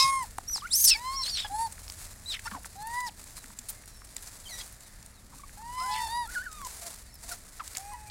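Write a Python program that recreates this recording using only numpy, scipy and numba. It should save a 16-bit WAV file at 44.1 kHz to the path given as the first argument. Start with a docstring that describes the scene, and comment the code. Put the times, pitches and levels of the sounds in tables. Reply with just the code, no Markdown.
"""Macaques at feeding time

Macaques gather on a concrete yard by a pond to be fed: they coo on gliding stacks of harmonics and break
into shrill squeals roughened by bands of noise. A thin plastic bag crackles close by as filtered creases and
ringing snaps, lips and paws pop on short falling tones, and feet and bodies land as dull low thuds.
Far traffic, made of flickering noise bands, and one engine tone rumble under the open-air hiss."""
import sys
import numpy as np
from scipy import signal
from scipy.fft import rfft, irfft
from scipy.io import wavfile
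from scipy.ndimage import uniform_filter1d
from numba import njit

SR = 44100
rng = np.random.default_rng(int(sys.argv[2]) if len(sys.argv) > 2 else 0)


def transcribe(u):
    """Save the signal u as a 16-bit wav file named by the first command-line argument.

    u: samples, shape (n,) or (channels, n), limited to [-1, 1]; the rate is SR.
    q: integer samples, one column per channel.
    """
    v = np.clip(np.atleast_2d(u).T, -1, 1)
    q = np.round(v * 32767).astype(np.int16)
    wavfile.write(sys.argv[1], SR, q)


N = 357210  # length in samples
TOP_HZ = 15900  # upper limit of the voices and of the whole mix


def undb(db):
    """Turn decibels into an amplitude factor."""
    return 10 ** (np.asarray(db) / 20)


def unit(x):
    """Scale to an RMS of 1."""
    return x / np.sqrt(np.mean(x ** 2))


def shape(table, hz):
    """Read the dB of a (Hz, dB) table on a log-frequency axis."""
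    table_hz, db = np.transpose(table)
    return np.interp(np.log(np.maximum(hz, 1)), np.log(table_hz), db)


def colour(x, table):
    """Filter by a (Hz, dB) table."""
    gain = undb(shape(table, np.fft.rfftfreq(len(x), 1 / SR)))
    return irfft(rfft(x) * gain, len(x))


@njit
def svf(x, hz, q):
    """State-variable band-pass with a moving centre, gain 1 there."""
    y, band, low, damping = np.empty(len(x)), 0., 0., 1 / q
    for i in range(len(x)):
        g = np.tan(np.pi * hz[i] / SR)
        v = (band + g * (x[i] - low)) / (1 + g * (g + damping))
        band, low, y[i] = 2 * v - band, low + 2 * g * v, damping * v
    return y


def walk(n, rate):
    """Random levels held 1 / rate s and slewed twice; spread near 1."""
    hold = max(int(SR / rate), 1)
    steps = np.repeat(rng.standard_normal(n // hold + 1), hold)
    return 1.482 * uniform_filter1d(uniform_filter1d(steps, hold), hold)[:n]


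def add(track, s, x):
    """Mix x into the track from time s."""
    i = int(s * SR)
    track[i:i + len(x)] += x[:N - i]


def envelope(table):
    """Follow a (s, dB) table as an amplitude over the whole scene."""
    return undb(np.interp(np.arange(N) / SR, *np.transpose(table)))


def bands(table, low_hz, octaves, flicker_db):
    """Half-octave bands of noise, each flickering alone, sum to an RMS of 1."""
    out = 0
    for hz in low_hz * 2 ** np.arange(0, octaves, .5):
        centre = np.full(N, hz)
        band = svf(svf(rng.standard_normal(N), centre, 2.56), centre, 2.56)
        out = out + band * undb(shape(table, hz) + flicker_db * walk(N, 9))
    return unit(out)


# Spectrum of the open-air hiss. Each row: frequency in Hz, relative density in dB per Hz.
AIR_SPECTRUM = [(300, -18), (700, -13), (1000, -20), (1800, -14), (3000, -29), (5000, -20.5), (8800, -20),
                (14800, -37), (16000, -37)]


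def air():
    """Open-air hiss is broad noise whose bands flicker one by one."""
    return bands(AIR_SPECTRUM, low_hz=320, octaves=5.6, flicker_db=1.5) * undb(-61)


# Spectrum of the far traffic. Each row: frequency in Hz, relative density in dB per Hz.
TRAFFIC_SPECTRUM = [(12, -30), (20, 4.5), (64, 1), (100, -6), (145, -14), (209, -11), (330, -23.5),
                    (600, -38.5), (780, -52), (1320, -120)]
# Swell of the far traffic. Each row: time in seconds, level in dB.
TRAFFIC_LEVEL = [(0.0, -50), (3.2, -52), (3.9, -53.5), (5.0, -52), (6.31, -49.5), (6.56, -53.5), (8.1, -53)]


def traffic():
    """Distance leaves only the low rumble of the road."""
    return bands(TRAFFIC_SPECTRUM, low_hz=24, octaves=4.6, flicker_db=1.5) * envelope(TRAFFIC_LEVEL)


# A far engine pulling away. Each row: time in seconds, firing rate in Hz, level in dB.
ENGINE_PULL = [(1.1, 70.9, -61), (1.4, 73.1, -57), (1.8, 81.5, -55), (2.13, 88.7, -58.5), (2.6, 87, -56.5),
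               (2.8, 85, -68)]


def engine():
    """The firing rate is heard as one low tone that wanders in pitch."""
    t = np.arange(N) / SR
    s, firing_hz, db = np.transpose(ENGINE_PULL)
    hz = np.interp(t, s, firing_hz) * (1 + .05 * walk(N, 24.8))
    level = undb(np.interp(t, s, db, left=-120, right=-120))
    return np.sqrt(2) * level * np.sin(2 * np.pi * np.cumsum(hz) / SR)


# Bare feet and bodies landing. Each row: start in seconds, level in dB, pitch in Hz.
LANDINGS = [(0.039, -39.5, 143), (1.51, -46, 271), (2.519, -39, 205), (2.549, -42.5, 274),
            (2.807, -48, 164), (3.439, -47, 256), (3.489, -52, 218), (3.59, -49.5, 232), (5.355, -51, 275)]


def thuds():
    """A soft push into the ground: a few dull cycles."""
    out, t = np.zeros(N), np.arange(4000) / SR
    push = t / 0.011 * np.exp(1 - t / 0.0078)
    for s, db, hz in LANDINGS:
        add(out, s, undb(db) * np.sin(2 * np.pi * hz * t) * push)
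    return out


# Lip smacks and paw pats. Each row: start in seconds, level in dB, nominal pitch in Hz.
LIPS_AND_PAWS = [(0.385, -20.5, 854), (0.411, -44, 783), (0.497, -39, 1480), (0.56, -29.5, 880),
                 (0.58, -31.5, 960), (1.279, -33.5, 1690), (1.78, -40, 1600), (2.393, -31, 1875),
                 (2.646, -33, 1540), (2.659, -38, 883), (3.378, -37, 1100), (3.442, -37.5, 1600),
                 (3.504, -41, 1030), (3.713, -46, 1770), (3.837, -44, 1830), (4.019, -39.5, 1180),
                 (4.164, -37, 2260), (5.494, -40, 1710), (5.618, -43, 920), (6.616, -34.5, 1140),
                 (7.755, -39, 1940), (7.765, -31.5, 1960)]


def pops():
    """A small cavity drops in pitch as it opens: a few cycles that slide down and die."""
    out, t = np.zeros(N), np.arange(900) / SR
    slide = 0.863 + 0.93 * np.exp(-t / 0.00066)  # multiples of the nominal pitch
    fade = np.exp(-t / 0.0022) * np.minimum(t / 0.000047, 1)
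    for s, db, hz in LIPS_AND_PAWS:
        add(out, s, undb(db) * np.sin(2 * np.pi * np.cumsum(hz * slide) / SR) * fade)
    return out


# Single creases and short scuffs. Each row: start in seconds, level in dB, centre in Hz,
# nominal length in ms (three times the rise).
CREASE_SNAPS = [(0.2256, -22.5, 8550, 13), (0.3826, -17, 8760, 3.4), (1.723, -21, 8350, 6.3),
                (1.8805, -19, 5260, 1.8), (1.8996, -16, 5330, 2.4), (1.9217, -19.5, 8600, 2.3),
                (2.395, -23.5, 8020, 3.0), (2.6329, -26, 10500, 2.7), (2.657, -20, 8000, 3.6),
                (2.826, -26, 8800, 4), (2.8704, -20, 10100, 5.7), (3.004, -17.5, 7500, 5.3),
                (3.2405, -24.5, 8800, 3.4), (3.2965, -32.5, 7560, 3.6), (3.441, -30, 8500, 3.2),
                (3.5882, -17.5, 7450, 5.9), (3.687, -15, 9600, 15), (3.7, -19, 13500, 7.9),
                (3.858, -27, 9100, 2.4), (4.0467, -28.5, 8900, 5.1), (4.147, -30, 11000, 3.0),
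                (4.166, -13, 7650, 3.0), (4.181, -29, 3800, 3.5), (4.2236, -26, 10600, 5.7),
                (4.2734, -25, 6100, 6.1), (4.464, -37, 7500, 2.9), (4.726, -27, 10500, 2.8),
                (4.806, -28, 8130, 4.6), (5.027, -28, 7450, 3.3), (5.0615, -25.5, 9050, 2.5),
                (5.3842, -30.5, 7700, 4.1), (5.799, -25, 5000, 8.5), (6.2743, -24, 10000, 3.3),
                (6.5156, -27, 6840, 3.0), (6.5273, -23, 8200, 5.3), (6.6169, -23, 8600, 2.6),
                (6.6485, -18.5, 6860, 6.1), (6.6859, -29, 6900, 3.0), (6.8663, -20.5, 7330, 4.6),
                (7.1415, -29, 11400, 5), (7.154, -29, 11500, 3.0), (7.2913, -21, 7140, 8.8),
                (7.3174, -19, 10500, 4.8), (7.677, -18.5, 7200, 3.9), (7.7505, -18, 4650, 3.0),
                (7.77, -10, 7400, 4.2), (7.7815, -17, 7400, 3.1), (7.9348, -24, 8860, 3.6)]


def snaps():
    """A crease lets go at once: a clean ring, then grit that swells and dies round the same centre."""
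    out, t = np.zeros(N), np.arange(2600) / SR
    for s, db, hz, ms in CREASE_SNAPS:
        grit = rng.standard_normal(len(t))
        u = t / (max(ms, .2) / 3000)
        ring = svf(grit, np.full(len(t), 1. * hz), 3.4) + 0.098 * np.diff(grit, prepend=0)
        crack = np.sin(2 * np.pi * hz * t) * np.exp(-t / .0005)
        add(out, s, undb(db) * (0.18 * unit(ring) * u * np.exp(1 - u) + .5 * crack))
    return out


# Steady rustle of the bag. Each row: time in seconds, level in dB.
BAG_RUSTLE = [(0.0, -37.5), (0.34, -51.5), (1.0, -46.5), (1.5, -47.5), (1.72, -48), (2.0, -50),
              (2.7, -52.5), (3.0, -51.5), (3.3, -50), (3.95, -55), (4.2, -46.5), (4.65, -49), (5.25, -57),
              (5.6, -50.5), (6.1, -40.5), (6.28, -56), (6.85, -41.5), (7.14, -57.5), (7.4, -47), (7.9, -60),
              (8.1, -51)]
# Single crumples of the bag. Each row: loudest moment in seconds, level in dB, half length in ms.
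BAG_CRUMPLES = [(.58, -44, 23), (1.26, -36.5, 44), (1.62, -42.5, 120), (1.87, -68, 49), (2.041, -41.5, 120),
                (2.321, -39.5, 57), (2.46, -46.5, 49), (2.53, -46.5, 90), (2.66, -41, 16), (2.82, -49, 28),
                (2.96, -42, 99), (3.074, -35, 14), (3.37, -42.5, 16), (3.45, -48.5, 140),
                (3.712, -40.5, 52), (3.881, -42, 13), (4.17, -56, 17), (4.23, -42, 20), (4.277, -36.5, 15),
                (4.51, -41.5, 20), (4.601, -41.5, 105), (5.38, -48.5, 47), (5.86, -45, 65),
                (6.342, -40, 120), (6.67, -41.5, 21), (6.749, -39.5, 30), (6.898, -40, 67),
                (7.24, -43.5, 40), (7.297, -35.5, 33), (7.327, -33, 31), (7.44, -66, 50),
                (7.77, -41.5, 225)]
# Colour of the thin plastic. Each row: frequency in Hz, relative density in dB per Hz.
BAG_COLOUR = [(300, -13.5), (700, -6.5), (1600, -7), (2900, -9.5), (4500, -5.5), (7400, 1.5), (10400, 0),
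              (14200, -11.5), (16000, -16)]
CRUMPLE_DB_PER_HALF = 12  # fall over each half length either side of the loudest moment


def bag():
    """Thousands of tiny creases a second, in flurries, with a few larger ones."""
    t = np.arange(N) / SR
    power = envelope(BAG_RUSTLE) ** 2
    for s, db, ms in BAG_CRUMPLES:
        power = power + undb(db - CRUMPLE_DB_PER_HALF * np.abs(t - s) * 1000 / ms) ** 2
    size_db = 2.2 * np.minimum(rng.exponential(size=N), 4)
    struck = rng.random(N) < 9000 / SR  # 9000 creases a second on average
    creases = undb(size_db) * struck * rng.standard_normal(N)
    flurry_db = 1.8 * walk(N, 120) + .8 * walk(N, 30)
    return unit(colour(creases * undb(flurry_db), BAG_COLOUR)) * np.sqrt(power)


# Throat colour of the rasp, and of the harmonics from the third up where no mouth shape is given.
# Each row: frequency in Hz, gain in dB.
THROAT_COLOUR = [(1500, 2.5), (2500, -2), (3200, 1.5), (4300, -3), (5200, 6.5), (6600, -6.5), (8300, -3),
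                 (10500, -10), (12500, -9), (16000, -11)]


def overtones(hz, phase, level_db, mouth):
    """Harmonics from the third up take the colour of the mouth or throat."""
    n, out = len(hz), 0
    last = 2 + len(mouth) if mouth else int(TOP_HZ / hz.min())
    for k in range(3, last + 1):
        if mouth:
            tint_db = mouth[k - 3]
        else:  # these tones die away above 11 kHz, where the rasp carries on
            tint_db = shape(THROAT_COLOUR, k * hz) - 4.5 * np.maximum(k * hz / 1000 - 11, 0)
        # each overtone swells and fades a little by itself as the mouth moves
        db = level_db + tint_db + 2.5 * walk(n, 14)
        out = out + (k * hz < TOP_HZ) * undb(db) * np.sin(k * phase + k * k)
    return out


def rasp(hz, phase, rasp_at):
    """Chaotic folds add noise round a multiple of the pitch and its double, and a line between harmonics."""
    n = len(hz)
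    grit = rng.standard_normal(n) * undb(2.2 * walk(n, 500) + 1.2 * walk(n, 110))
    low_hz, high_hz = rasp_at * hz, np.minimum(2 * rasp_at * hz, TOP_HZ)
    low = svf(svf(grit, low_hz, 1.5), low_hz, 1.5)
    high = svf(svf(grit, high_hz, 1.5), high_hz, 1.5)
    # strong and weak cycles alternate: a smeared line halfway between two harmonics
    half = walk(n, 400) * np.sin((max(int(rasp_at), 1) + .5) * phase)
    return unit(colour(low + undb(-9) * high, THROAT_COLOUR)) + .5 * half


def call(rows, jitter, shimmer_db, mouth=None, rasp_at=None):
    """Vocal folds give a stack of harmonics on the gliding pitch; chaotic vibration adds a rasp."""
    s, *columns = np.transpose(rows)
    n = int((s[-1] - s[0]) * SR)
    t = s[0] + np.arange(n) / SR
    # muscles cannot turn a corner at once
    hz, first_db, second_db, *upper = (uniform_filter1d(np.interp(t, s, c), size=265) for c in columns)
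    wobble = jitter * walk(n, 250)
    if rasp_at:
        # the more rasp against tone, the more the cycles lose step and the lines smear
        tone_db = np.maximum(first_db, np.maximum(second_db, upper[0]))
        chaos = np.minimum(undb(upper[1] - tone_db), 1.5)
        wobble = wobble + .013 * chaos ** 2 * walk(n, 700)
    phase = 2 * np.pi * np.cumsum(hz * (1 + wobble)) / SR
    voice = undb(first_db) * np.sin(phase) + undb(second_db) * np.sin(2 * phase)
    if upper:
        voice = voice + overtones(hz, phase, upper[0], mouth)
    else:
        voice = voice + undb(second_db - 11.5) * np.sin(3 * phase) * (3 * hz < TOP_HZ)
    voice = np.sqrt(2) * voice * undb(shimmer_db * walk(n, 117.2))
    if rasp_at:
        voice = voice + undb(upper[1]) * rasp(hz, phase, rasp_at)
    # short fades, except where a call runs over the edge of the scene
    rise = np.arange(n) + (s[0] <= 0) * n
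    fall = np.arange(n)[::-1] + (s[-1] * SR >= N - 1) * n
    return voice * np.minimum(np.minimum(rise, fall) / (0.0024 * SR), 1)


ONSET_DB, ENDING_DB = -7.5, -14.5  # ends of a short cry under its loudest moment


def cry(row, *layers_db):
    """A short cry swells to its loudest moment and fades."""
    level = row[6] + np.array([ONSET_DB, 0, ENDING_DB])
    return np.transpose([row[:3], row[3:6], level] + [level + db for db in layers_db])


# Thin whistles and far cries. Each row: start, loudest moment and end in seconds,
# pitch at these three in Hz, level in dB.
THIN_WHISTLES = [(1.309, 1.352, 1.352, 5740, 5600, 5300, -36), (3.36, 3.408, 3.44, 4240, 3930, 3750, -58),
                 (3.732, 3.8, 3.83, 2090, 2130, 2120, -66), (3.797, 3.972, 4.15, 5900, 5400, 5500, -60),
                 (3.886, 3.953, 4.0, 4200, 3930, 3177, -66), (4.454, 4.47, 4.5, 3320, 3070, 3280, -41),
                 (4.497, 4.52, 4.56, 657, 740, 763, -58), (4.82, 4.855, 4.91, 4900, 3900, 3370, -63),
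                 (5.126, 5.173, 5.25, 4850, 3900, 3000, -64), (5.394, 5.4, 5.411, 1200, 1150, 1100, -50),
                 (5.434, 5.441, 5.455, 1067, 1170, 1067, -47), (5.777, 5.82, 5.93, 1104, 1366, 1870, -46.5),
                 (6.305, 6.34, 6.36, 1450, 1480, 1480, -52), (6.42, 6.45, 6.475, 1500, 1490, 1480, -51),
                 (6.815, 6.866, 6.9, 680, 694, 645, -49.5), (7.057, 7.1, 7.15, 4700, 4400, 3300, -65),
                 (7.097, 7.15, 7.2, 5330, 5370, 4480, -56), (7.235, 7.346, 7.345, 685, 705, 687, -53),
                 (7.916, 7.943, 7.995, 1098, 975, 950, -45.5),
                 (7.97, 7.998, 8.035, 2530, 2570, 2550, -77.5), (8.063, 8.094, 8.1, 2330, 2385, 2400, -57)]


def whistles(out):
    """Thin cries carry little above the fundamental."""
    for row in THIN_WHISTLES:
        add(out, row[0], call(cry(row, -12), jitter=.008, shimmer_db=2.5))  # second harmonic 12 dB down


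# A warble with two upward flips. Each row: time in seconds, pitch in Hz, level in dB,
# brightness in dB over that level.
WARBLE_GLIDE = [(6.234, 1182, -70, -20), (6.304, 1454, -41.5, -27), (6.315, 2000, -60, -15),
                (6.335, 2152, -60, -12), (6.35, 1768, -41, -18), (6.365, 1488, -31.5, -24),
                (6.389, 1432, -35, -21), (6.42, 1516, -39, -17), (6.432, 1829, -50, -16),
                (6.455, 1842, -50.5, -18), (6.468, 1485, -38, -24), (6.5, 1250, -52.5, -17),
                (6.57, 1238, -53, -8), (6.62, 1120, -45.5, -16), (6.674, 970, -41.5, -18)]
# Mouth shape of the warble: gain of harmonics 3 to 7 in dB.
WARBLE_VOWEL = (-2, -5, 0, -6, -12)


def warble(out):
    """One voice flips up in pitch and back, its overtones following the brightness."""
    rows = [(s, hz, db, db + bright - 3.5, db + bright) for s, hz, db, bright in WARBLE_GLIDE]
    add(out, rows[0][0], call(rows, jitter=.008, shimmer_db=1.5, mouth=WARBLE_VOWEL))


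# Short rough yelps and grunts. Each row: start, loudest moment and end in seconds, pitch at these three in Hz,
# level in dB, second harmonic, overtones and rasp in dB over that level, centre of the rasp in multiples
# of the pitch.
ROUGH_YELPS = [(0.62, 0.662, .667, 1102, 1464, 1490, -36.5, -20, -35, -20, 1.5),
               (4.605, 4.615, 4.626, 3270, 3270, 3240, -37, -7, -10, -3, 1.17),
               (1.445, 1.452, 1.472, 849, 846, 820, -37, -2.5, -23, -6.5, 1.14),
               (2.454, 2.471, 2.474, 907, 893, 1180, -34, -7, -8, -8, 1.3),
               (2.47, 2.478, 2.49, 1366, 1390, 1420, -35.5, -25, -22, -4, 1.3),
               (2.511, 2.518, 2.53, 1130, 1130, 1157, -44, -9, -20, 5, 1.13),
               (2.534, 2.549, 2.59, 1142, 1089, 645, -39, -20, -28, -5, 0.92),
               (3.045, 3.075, 3.1, 7000, 4880, 2070, -42, -24, -25, 0.5, 1.3),
               (5.32, 5.341, 5.35, 1263, 807, 850, -54.5, -18, -25, -1, 1.3),
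               (7.312, 7.324, 7.34, 1553, 1396, 1240, -42, -20, -8, -5, 1.34),
               (7.594, 7.603, 7.624, 1424, 1350, 880, -37.5, -14.5, -28, -3.5, 1.04)]


def yelps(out):
    """Brief cries roughened by a rasp."""
    for row in ROUGH_YELPS:
        rows = cry(row, *row[7:10])
        add(out, row[0], call(rows, jitter=0.0082, shimmer_db=2.0, rasp_at=row[10]))


# Glides of the coos, one row an arch of a coo; the sixth and seventh are one coo with two arches.
# Each row: start, top and end in seconds, pitch at these three in Hz, scoop in %,
# final drop in %, second harmonic in dB, overtones in dB (both over the fundamental), dulling of the
# second harmonic and of the overtones in dB per octave below the top.
COO_GLIDES = [(-.08, 0.102, .256, 1075, 1084, 1060, 8.5, 31, -10.5, -16, 5, 5),
              (.948, 1.161, 1.238, 967, 1101, 1052, 14, 7.5, -16.5, -9.5, -42, 31),
              (1.495, 1.63, 1.682, 827, 935, 934, 9.1, 10.6, -23.5, -21, 1, 22),
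              (2.754, 2.973, 3.097, 819, 989, 1011, 9.5, 23.4, -2.5, -22.5, 58, 20),
              (5.572, 5.8, 6.062, 905, 1034, 962, 11.9, 9, -13, -18, 10, 25),
              (5.811, 6.042, 6.08, 816, 914, 916, 17, 4.6, -11, -16.5, 86, 78),
              (6.084, 6.185, 6.27, 948, 981, 963, 8.1, 15.5, -12, -20.5, -24, -37),
              (7.775, 7.982, 8.2, 787, 858, 815, 5.8, 8, -16, -12, 42, 44)]
# Breath behind the coos, one list an arch of a coo; the sixth and seventh are one coo with two arches.
# Each row: time in seconds, level of the fundamental in dB.
COO_BREATHS = [
    [(0.0, -28.5), (.04, -25), (.15, -28.5), (.232, -34.5), (.256, -54)],
    [(.948, -46.5), (.98, -48.5), (1.05, -37), (1.11, -33.5), (1.164, -40.5), (1.216, -37.5), (1.238, -55)],
    [(1.495, -49), (1.51, -39.5), (1.546, -33.5), (1.616, -30.5), (1.662, -32.5), (1.682, -45)],
    [(2.755, -51.5), (2.8, -42), (2.854, -39.5), (2.92, -42), (2.955, -35), (3.058, -37), (3.097, -45)],
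    [(5.575, -52), (5.62, -47), (5.7, -42.5), (5.754, -42.5), (5.79, -32.5), (5.89, -34.5), (5.98, -38.5),
     (6.045, -34), (6.062, -37)],
    [(5.81, -50), (5.84, -52), (5.88, -43.5), (5.94, -33.5), (6.0, -41), (6.08, -38)],
    [(6.08, -42), (6.16, -32), (6.21, -34), (6.25, -38.5), (6.27, -52)],
    [(7.775, -51), (7.81, -50.5), (7.92, -45.5), (7.97, -53), (8.1, -53.5)],
]
# Mouth shapes, one row an arch of a coo; the sixth and seventh are one coo with two arches.
# Each row: gain of harmonics 3 to 12 in dB.
COO_MOUTHS = [(-3.5, -14, -4, -2, -13, -0.5, 2, -20, -20, -26),
              (-7.5, 3.5, -7, -9, -6, -7.5, -22, -29, -26, -34), (-16, -8, -2, -7, -13, 0, 8, 1, -15, 6),
              (-2.5, 0, 7, -16, -20, -18, 5, 0, 3, -12), (-2.5, -7, 3, -13, -6, -0.5, -6, 1, -16, -24),
              (4, 10, 6, 5, -24, -6, -13, 6, -6, -9), (-4, 5, 2, -11, -24, -17, -12, -2, 4.5, -11),
              (-2, -29, -20, -22, -2, -18, -24, 6.5, -19, -21)]
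SCOOP_S, DROP_S = .045, .021  # the pitch slides up into an arch and falls off its end


def coo_arch(breath, start, top, end, start_hz, top_hz, end_hz, scoop, drop, second_db, upper_db, *dulling):
    """An arch of pitch; the slacker the folds, the more the tone changes by the dulling."""
    s = np.linspace(max(start, 0), min(end, N / SR), 48)
    arch = np.interp(s, (start, top, end), (start_hz, top_hz, end_hz))
    arch = uniform_filter1d(arch, size=9, mode="nearest")
    slide_up = scoop / 100 * np.exp((start - s) / SCOOP_S)
    fall_off = drop / 100 * np.exp((s - end) / DROP_S)
    hz = arch * (1 - slide_up - fall_off)
    level = np.interp(s, *np.transpose(breath))
    slack = np.log2(hz.max() / hz)  # octaves below the top
    upper = [level + db - dull * slack for db, dull in zip((second_db, upper_db), dulling)]
    return np.transpose([s, hz, level] + upper)


def coos(out):
    """Steady folds sing clean gliding harmonics, each arch through its own mouth shape."""
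    for row, breath, mouth in zip(COO_GLIDES, COO_BREATHS, COO_MOUTHS):
        add(out, max(row[0], 0), call(coo_arch(breath, *row), jitter=0.0013, shimmer_db=1.24, mouth=mouth))


# Glides of the squeals, one list a squeal or part of a squeal; the third is the onset of the scream
# in the fourth. Each row: time in seconds, pitch in Hz, effort in dB, rasp in dB.
SQUEAL_GLIDES = [
    [(0.0, 1296, -33, -24), (0.035, 1288, -28.5, -29.5), (0.05, 1257, -39.5, -35), (0.075, 1290, -47, -38),
     (0.11, 1236, -49, -51)],
    [(0.474, 5400, -38, -59), (0.485, 5660, -27.5, -54), (0.505, 5940, -28.5, -48),
     (0.528, 6090, -23.5, -49), (0.55, 5280, -26, -38), (0.575, 4160, -30, -36), (0.6, 3654, -50, -58),
     (0.618, 2900, -48, -49)],
    [(0.668, 1970, -48, -58), (0.685, 2570, -56, -67), (0.7, 3200, -59, -70), (0.7145, 3700, -28, -58)],
    [(0.712, 3640, -28, -55), (0.722, 3900, -29.5, -44), (0.737, 5090, -20.5, -28),
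     (0.75, 5570, -19.5, -27.5), (0.78, 6370, -19.5, -22.5), (0.81, 6500, -17, -21),
     (0.822, 6600, -15, -24.5), (0.835, 6500, -22.5, -24), (0.85, 6280, -13.5, -19),
     (0.868, 5530, -16, -21), (0.884, 4650, -19, -18), (0.897, 4230, -25, -20), (0.907, 3750, -27, -16.5)],
    [(0.905, 2970, -21, -20), (0.915, 2644, -21, -30), (0.932, 2590, -24, -34), (0.945, 2340, -33, -36),
     (0.968, 2220, -40, -63)],
    [(1.13, 4400, -39, -54), (1.18, 5740, -30.5, -54), (1.2, 5300, -31.5, -56), (1.225, 5560, -31, -52),
     (1.24, 5300, -41, -27)],
    [(1.215, 4779, -35, -62), (1.24, 4030, -28.5, -40.5), (1.265, 4210, -29.5, -33),
     (1.283, 4360, -28, -46), (1.3, 5010, -35, -32), (1.318, 4490, -30, -48), (1.345, 4430, -30.5, -46),
     (1.37, 4135, -29, -31), (1.385, 3415, -27, -29), (1.4, 3920, -29, -33), (1.43, 3591, -36, -43.5),
     (1.47, 3210, -34, -45)],
    [(2.258, 3770, -37, -68), (2.275, 3980, -36, -60), (2.292, 4060, -28.5, -54), (2.31, 3762, -28, -52),
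     (2.325, 3535, -30.5, -33), (2.345, 2490, -58, -31.5), (2.375, 1935, -51, -48)],
    [(4.48, 2320, -55, -68), (4.51, 2130, -52, -60), (4.535, 1920, -48, -63), (4.57, 1963, -55, -55),
     (4.587, 1830, -54, -53), (4.597, 2000, -47, -44), (4.606, 1990, -41, -40)],
    [(5.9, 4812, -55, -58.5), (5.92, 3830, -29, -44), (5.945, 2700, -49, -35.5), (5.97, 2000, -48.5, -40),
     (6.01, 1926, -44, -55)],
]
# Voices, one row a squeal or part of a squeal, in the order of the glides. Each row: fundamental,
# second harmonic and overtones in dB over the effort, centre of the rasp in multiples of the pitch.
SQUEAL_VOICES = [(-40, -2, 0.5, 4.1), (-0.5, -15, -28, 1.53), (1, -12, 5, 1.59), (0, -4, -19, 1.59),
                 (-1, 1.5, -21, 1.5), (0.5, -35, -30, 1.07), (-0.5, -21, -32, .95), (1, -19.5, -18, 1.18),
                 (-8, 7.5, 1, 2.1), (-5.5, -16, -20, 1.25)]
# Open mouth of a squeal on its two lowest harmonics. 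Each row: frequency in Hz, gain in dB.
OPEN_MOUTH = [(2000, 6.5), (2600, -2.5), (4100, -7), (5300, 2.5), (6600, -10), (8000, 10), (11000, 0.5),
              (13500, -6)]


def squeal(rows, first_db, second_db, upper_db):
    """Effort drives all harmonics; the open mouth colours the lowest two."""
    s, hz, effort, rasp_db = np.transpose(rows)
    first = effort + first_db + shape(OPEN_MOUTH, hz)
    second = effort + second_db + shape(OPEN_MOUTH, 2 * hz)
    return np.transpose([s, hz, first, second, effort + upper_db, rasp_db])


def squeals(out):
    """Strained folds shriek high and turn raspy as chaos takes over."""
    for glide, (*levels_db, rasp_at) in zip(SQUEAL_GLIDES, SQUEAL_VOICES):
        rows = squeal(glide, *levels_db)
        add(out, rows[0][0], call(rows, jitter=0.0082, shimmer_db=2.0, rasp_at=rasp_at))


# Ground and wall echoes of the yard. Each row: delay in ms, level in dB.
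YARD_ECHOES = [(4.1, -24.5), (11.0, -26.5), (27.0, -24.5), (55.0, -28)]


def yard(x):
    """Ground and walls return a few faint delayed copies."""
    out = x
    for ms, db in YARD_ECHOES:
        delay = ms * SR / 1000
        out = out + undb(db) * np.roll(x, int(delay)) * (np.arange(N) > delay)
    return out


def monkeys():
    """Every whistle, warble, yelp, coo and squeal sounds in the echoing yard."""
    out = np.zeros(N)
    for voices in (whistles, warble, yelps, coos, squeals):
        voices(out)
    return yard(out)


def scene():
    """Mix the background, the bag and the monkeys to one channel."""
    return (air() + traffic() + engine() + thuds() + pops() + snaps() + bag() + monkeys())[None]


# Response of the phone's sound port. Each row: frequency in Hz, gain in dB.
PORT_RESPONSE = [(2300, 0.5), (3200, -3.5), (4300, 1), (5400, -3), (6300, -4), (7300, -3), (11000, -4),
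                 (12300, -4), (13800, 0)]


def record(dry):
    """The phone's port dents the treble and the top is cut."""
    top_cut = signal.ellip(10, .2, 70, TOP_HZ, fs=SR, output="sos")
    return signal.sosfilt(top_cut, colour(dry[0], PORT_RESPONSE))[None]


dry = scene()
out = record(dry)
transcribe(out)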